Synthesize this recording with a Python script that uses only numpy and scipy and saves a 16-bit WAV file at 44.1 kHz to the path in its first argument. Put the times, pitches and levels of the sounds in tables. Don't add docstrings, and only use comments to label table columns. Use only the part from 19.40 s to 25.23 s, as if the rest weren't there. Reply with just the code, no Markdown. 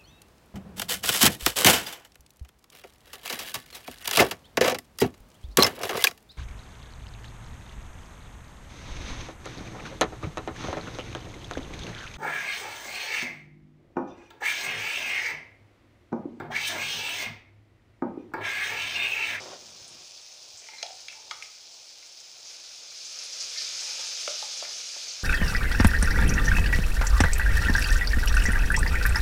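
import sys
import numpy as np
from scipy import signal
from scipy.fft import rfft, irfft
from scipy.io import wavfile

SR = 44100
rng = np.random.default_rng(int(sys.argv[2]) if len(sys.argv) > 2 else 0)


def generate_wav(signal):
    frames = np.transpose(np.atleast_2d(signal))
    scaled = np.clip(frames, -1, 1) * 32767
    pcm = np.round(scaled).astype(np.int16)
    wavfile.write(sys.argv[1], SR, pcm)


N = 257306

# (t/s, sizzle level/dB)
FRYING_LEVEL = [(0.0, -45), (0.2, -49.5), (0.5, -48), (1.0, -49.5), (1.45, -47.5), (2.6, -49.5),
                (3.03, -48.5), (3.07, -44), (3.49, -44.5), (3.6, -42.5), (3.92, -38), (4.14, -36),
                (4.19, -34), (4.9, -34.5), (5.3, -37), (5.54, -37.5), (5.67, -37.5), (5.83, -38.5)]
# (f/Hz, relative level per Hz/dB)
SIZZLE_TONE = [(700, -34.5), (1500, -27), (2000, -27.5), (2400, -10), (3000, -8.5), (4200, -3.5),
               (5100, 1.5), (5800, -1.5), (6450, -1.5), (7200, -10), (8000, -18), (10500, -27),
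               (14000, -52), (14700, -36), (15700, -63)]
# (f/Hz, relative level per Hz/dB)
BUBBLING_TONE = [(100, -35.5), (250, -19.5), (400, -8), (550, -1), (900, -9.5), (1050, -8.5), (1350, -1),
                 (1900, -3), (2400, 3.5), (3200, -20)]
# (start t/s, fade begins t/s, level before the extra bass/dB, extra bass share)
POT_DRAGS = [(0.0, 0.147, -44.5, 0.088), (.2, 0.62, -60, 2.4)]
# (f/Hz, relative level per Hz/dB)
DRAG_TONE = [(24, -26), (40, -28), (80, -10), (314, -6.5), (355, 3), (445, -3.5), (521, 2.5), (978, -4.5),
             (1070, -5), (1590, -11), (2600, -15), (3800, -10), (5720, -120)]
# (f/Hz, relative level per Hz/dB)
FLAME_TONE = [(15, -45), (25, -28), (98, -13.5), (159, -14), (178, -18.5), (215, -18.5), (346, -10),
              (622, -4.5), (673, -3.5), (1100, -10.5), (1430, -20.5), (2420, -120)]
# (f/Hz, width of each of two resonances in a row/Hz, level/dB)
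HUM_TONES = [(49.66, 3.5, -90), (100, 1.1, -86)]
# (t/s, snap peak level/dB, starting fizz level/dB, pitch f/Hz)
OIL_SPITS = [(0.322, -46, -63, 5500), (0.48, -32, -53, 8150), (.648, -40, -68, 6500),
             (0.71, -33, -58, 5440), (0.77, -40, -48, 4440), (1.173, -39, -43.5, 6700),
             (2.492, -36, -50, 5570), (2.803, -31.5, -50, 6240), (3.649, -34, -38, 5900),
             (3.789, -25, -39, 5500), (3.836, -37, -49, 8800), (3.925, -34, -35.5, 5700),
             (4.003, -24, -30, 5760), (4.091, -36, -57, 5100), (4.175, -22, -30.5, 5100),
             (4.405, -29, -35.5, 6500), (5.169, -34, -36, 6050), (5.683, -24, -34.5, 5700)]
# (t/s, level before softening/dB, f/Hz, time to fall 60 dB/s)
COUNTER_BUMPS = [(0.418, -47.5, 148, 0.028), (0.551, -53, 254, .08), (1.141, -57, 99, .1),
                 (4.049, -62, 100, 0.091)]
# (start t/s, end t/s, level/dB, pitch that rings most f/Hz, spread/octaves)
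LADLE_RUBS = [(1.217, 1.262, -74.5, 655, 0.048), (1.222, 1.273, -82, 2280, 0.11),
              (1.316, 1.426, -74.5, 2200, 0.074), (1.329, 1.36, -84, 910, 0.098),
              (1.372, 1.393, -73, 4080, 0.05), (1.733, 1.83, -84, 910, 0.067),
              (3.734, 3.815, -88, 1180, 0.08), (4.43, 4.534, -85, 900, .08), (4.6, 4.7, -86.5, 934, 0.066)]
# (t/s, ring level/dB, pitch that rings most f/Hz, spread/octaves, ring length as a multiple of the
#  basic one, contact crack level/dB, crack pitch f/Hz, crack spread/octaves)
LADLE_KNOCKS = [(1.287, -50, 920, 0.15, 0.22, -43.5, 2010, 0.4),
                (1.428, -32, 672, 0.19, 0.52, -34.5, 3930, 0.88),
                (1.464, -46, 735, 0.11, .6, -42, 3900, 0.22),
                (1.503, -37.5, 694, 0.13, 0.27, -51, 2000, 0.34),
                (1.683, -42.5, 2420, 0.12, 0.48, -42.5, 3400, 0.83),
                (1.698, -42, 2620, 0.088, 0.46, -66, 2620, 0.22),
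                (1.726, -52, 2470, 0.2, 0.72, -43, 1730, 0.24),
                (1.91, -43.5, 1240, 0.082, 0.54, -34.5, 1810, 1.24),
                (1.969, -50, 1230, 0.047, 0.99, -60, 2100, .25),
                (2.023, -54, 2090, .05, 0.39, -33.5, 2350, 0.25),
                (2.626, -53, 2410, 0.17, 0.35, -52, 2380, .3),
                (4.161, -38, 1830, 0.21, 1.06, -54, 1800, 0.26),
                (4.592, -42, 947, 0.048, 1.2, -52, 600, 0.57),
                (4.876, -31.5, 560, 0.18, 0.83, -35.5, 2280, 0.93),
                (5.024, -38, 760, 0.48, 0.17, -35.5, 3720, 0.2),
                (5.224, -55, 690, 0.21, 1.6, -36.5, 780, 0.48), (5.25, -58, 1820, .3, .4, -38, 1770, 0.25),
                (5.563, -53, 584, 0.26, 0.28, -42, 690, 0.24)]
# (f/Hz, relative level/dB, basic ring length to fall 60 dB, scaled for each touch/s)
POT_MODES = [(280, -3, .06), (357, 4, 0.05), (404, -38, .1), (504.4, -1, 0.09), (585, 2.5, 0.11),
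             (652, -13, 0.23), (694.3, -5, 0.25), (762, -10, 0.72), (861.5, 3, 0.51), (899, 4, 0.18),
             (1170, 1.5, 0.15), (1272, 6, 0.27), (1378, 8, 0.018), (1670, -14, 0.045), (1800, -3, 0.17),
             (2118, 3.5, 0.16), (2380, -17, 0.18), (2338, 6.5, 0.057), (2620, 1.5, 0.24), (2920, 2, 0.067),
             (3336, 9, 0.068), (3750, 5, 0.1), (4080, 7.5, 0.1), (4520, 7.5, .1), (5100, 12, 0.071),
             (5540, 6, .06), (6400, 12.5, 0.041)]

QUIET_DB = -48
EDGE_DB, EDGE_FOLLOWS = 3.5, -0.11
WET_DB, WET_FOLLOWS = -64, 0.98
POPS_FOLLOWS = -0.7
TREBLE_HISS_HZ, TREBLE_HISS_DB = (14770, 16100), -73
DRAG_FADE_DB_PER_S, DRAG_BASS_HZ = 258, 222
FLAME_DB = -65
KITCHEN_T60_S, WALL_CUT_HZ, KITCHEN_DB = 0.5, 6400, -15
FIZZ_S, FIZZ_SWELL_S = 0.096, 0.0042
CLASH_DB, CLASH_T60_S, CLASH_TOP_HZ = -5.5, 0.18, 6500
CUTOFF_HZ = 15720


def from_db(db):
    return 10 ** (np.asarray(db) / 20)


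def rms_one(x):
    return x / np.sqrt(np.mean(x ** 2) + 1e-20)


def bandlike(order, hz, kind, x):
    return signal.sosfilt(signal.butter(order, hz, kind, fs=SR, output="sos"), x)


def drift(rate_hz):
    r = np.exp(-80 * np.pi * rate_hz / SR)
    noise = rng.standard_normal(N // 40 + 2002)
    slow = signal.lfilter([1], [1, -2 * r, r * r], noise)[2000:]
    return np.interp(np.arange(N) / 40, np.arange(len(slow)), rms_one(slow))


def colour(x, tone):
    hz, db = np.transpose(tone)
    grid_hz = np.maximum(np.arange(2049) * SR / 4096, 1)
    cepstrum = irfft(np.interp(np.log(grid_hz), np.log(hz), db) * np.log(10) / 20)
    cepstrum[1:2048] *= 2
    cepstrum[2049:] = 0
    response = irfft(np.exp(rfft(cepstrum)))
    return rms_one(signal.fftconvolve(x, response)[:N])


def ring(clicks, hz, t60):
    r, w = from_db(-60 / (t60 * SR)), 2 * np.pi * hz / SR
    return signal.lfilter([0, np.sin(w)], [1, -2 * r * np.cos(w), r * r], clicks + 1e-18)


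def grains(per_s, spread_db):
    sizes = from_db(spread_db * np.minimum(rng.exponential(1, N), 6)) * rng.choice([-1, 1], N)
    return rms_one(sizes * (rng.random(N) < per_s / SR))


def whistle(hz, width_hz):
    t60 = np.log(1000) / (np.pi * width_hz)
    return rms_one(ring(ring(rng.standard_normal(N), hz, t60), hz, t60))


def frying():
    sizzle_db = np.interp(np.arange(N) / SR, *np.transpose(FRYING_LEVEL))
    above_quiet_db = sizzle_db - QUIET_DB
    edge_db = EDGE_DB + EDGE_FOLLOWS * above_quiet_db
    wet_db = WET_DB + WET_FOLLOWS * above_quiet_db
    pops = 0.4 * grains(300, spread_db=1.6) * from_db(POPS_FOLLOWS * above_quiet_db)
    bursts = [rfft(colour(grains(7000, spread_db=1.0) + pops, SIZZLE_TONE)) for _ in range(2)]
    centres = np.log([1200, 2000, 2800, 3700, 4700, 5700, 6900, 8500, 10500, 13000, 15500])
    log_hz = np.log(np.arange(1, N // 2 + 2) * SR / N)
    sizzle, together = 0, drift(16.0)
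    for k, centre in enumerate(centres):
        share = np.interp(log_hz, centres, np.arange(len(centres)) == k)
        high = centre > np.log(7000)
        patch_db = 0.6 * together + (0.9 + 0.7 * high) * drift(18) + edge_db * high
        band = irfft(bursts[k % 2] * np.sqrt(share), N)
        sizzle = sizzle + band * from_db(patch_db)
    bubbling = colour(grains(3000, spread_db=2.0), BUBBLING_TONE) * from_db(1.54 * drift(36.0))
    hiss = bandlike(4, TREBLE_HISS_HZ, "band", grains(4000, spread_db=2.5) + 2.5 * pops)
    hiss_db = TREBLE_HISS_DB + 0.27 * (sizzle_db - sizzle_db.min())
    hiss_db = hiss_db + 1.2 * together + 0.86 * drift(45.0)
    return (from_db(sizzle_db) * rms_one(sizzle) + from_db(wet_db) * bubbling
            + from_db(hiss_db) * rms_one(hiss))


def drag():
    t, out = np.arange(N) / SR, np.zeros(N)
    slips = colour(grains(1500, spread_db=0.0), DRAG_TONE)
    bass = bandlike(2, DRAG_BASS_HZ, "low", slips)
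    for start, fade_start, db, bass_share in POT_DRAGS:
        level = from_db(db - DRAG_FADE_DB_PER_S * np.maximum(t - fade_start, 0))
        out += level * (t >= start) * (slips + bass_share * bass)
    return out


def background():
    flame = from_db(FLAME_DB + 1.5 * drift(4.0)) * colour(rng.standard_normal(N), FLAME_TONE)
    hum = sum(from_db(db) * whistle(hz, width_hz) for hz, width_hz, db in HUM_TONES)
    return flame + hum


def kitchen(x):
    out, dull = np.zeros(N), np.exp(-2 * np.pi * WALL_CUT_HZ / SR)
    for k, lag in enumerate((np.geomspace(0.0113, 0.0337, 8) * SR).astype(int)):
        loop, gain, state = x.copy(), from_db(-60 * lag / SR / KITCHEN_T60_S), [0.0]
        for i in range(lag, N, lag):
            back, state = signal.lfilter([gain * (1 - dull)], [1, -dull], loop[i - lag:i], zi=state)
            loop[i:i + lag] += back[:N - i]
        out += (loop - x) * (-1) ** k
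    return out


def spits():
    out, t = np.zeros(N), np.arange(5000) / SR
    for s, snap_db, fizz_db, hz in OIL_SPITS:
        at = round(s * SR)
        snap, fizz = bandlike(3, [hz / 1.29, hz * 1.174], "band", [t == 0, rng.standard_normal(len(t))])
        fizz_level = from_db(fizz_db - 30 * t / FIZZ_S) * np.minimum(t / FIZZ_SWELL_S, 1)
        out[at:at + len(t)] += from_db(snap_db) * snap / snap.max() + rms_one(fizz) * fizz_level
    return out


def bumps():
    at = np.arange(N)
    return sum(ring(from_db(db) * (at == round(s * SR)), hz, t60) for s, db, hz, t60 in COUNTER_BUMPS)


def closeness(hz, spot_hz, octaves):
    return np.exp(-0.5 * (np.log2(hz / spot_hz) / np.maximum(octaves, 0.05)) ** 2)


def rubbing():
    t, slips = np.arange(N) / SR, grains(600, spread_db=3.5)
    out = np.zeros(N)
    for hz, db, t60 in POT_MODES:
        drive = 0
        for start, end, level_db, spot_hz, spread in LADLE_RUBS:
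            if abs(np.log2(hz / spot_hz)) < 3 * spread:
                slide = np.interp(t, [start - 0.01, start, end, end + 0.009], [0, 1, 1, 0])
                drive = drive + from_db(level_db + db) * closeness(hz, spot_hz, spread) * slide
        out += ring(drive * slips, hz, 0.35 * t60)
    return out


def knocks():
    out, t = np.zeros(N + SR), np.arange(SR // 3) / SR
    hz, db, t60 = np.transpose(POT_MODES)[:, :, None]
    damped_t60 = 0.02 + 12 / hz
    tremble = np.lib.stride_tricks.sliding_window_view(drift(102.0), len(t))
    for s, ring_db, spot_hz, spread, ring_scale, crack_db, crack_hz, crack_spread in LADLE_KNOCKS:
        start, pick = rng.random((2, len(POT_MODES), 1))
        mode_tremble = tremble[(pick[:, 0] * len(tremble)).astype(int)]
        uneven = 1 + 0.5 * np.minimum(t / 0.0073, 1) * mode_tremble
        ring_fade = from_db(ring_db - 60 * t / (t60 * max(ring_scale, 0.05)))
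        ringing = uneven * closeness(hz, spot_hz, spread) * ring_fade
        crack = closeness(hz, crack_hz, crack_spread) * from_db(crack_db - 60 * t / damped_t60)
        late = t - 0.002257 * start
        sines = np.sin(2 * np.pi * hz * late) * (late > 0)
        blow = np.sum(from_db(db) * (ringing + crack) * sines, axis=0)
        clash = bandlike(2, [crack_hz / 1.04, CLASH_TOP_HZ], "band", rng.standard_normal(len(t)))
        blow += from_db(crack_db + CLASH_DB - 60 * t / CLASH_T60_S) * clash
        floor_hz = min(spot_hz / 2 ** (0.62 + spread), crack_hz / 2 ** (1.27 * crack_spread))
        at = round(s * SR)
        out[at:at + len(t)] += bandlike(4, floor_hz, "high", blow)
    return out[:N]


def scene():
    hits = bandlike(3, [250, 13000], "band", knocks() + rubbing() + spits())
    pan = frying()
    echo = from_db(KITCHEN_DB) * kitchen(0.8 * hits + 0.88 * pan)
    soft_bumps = signal.lfilter([0.05], [1, -0.95], bumps())
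    return (hits + pan + echo + drag() + soft_bumps + background())[None]


def record(dry):
    return signal.sosfilt(signal.cheby2(26, 70, CUTOFF_HZ, fs=SR, output="sos"), dry)


dry = scene()
out = record(dry)
generate_wav(out)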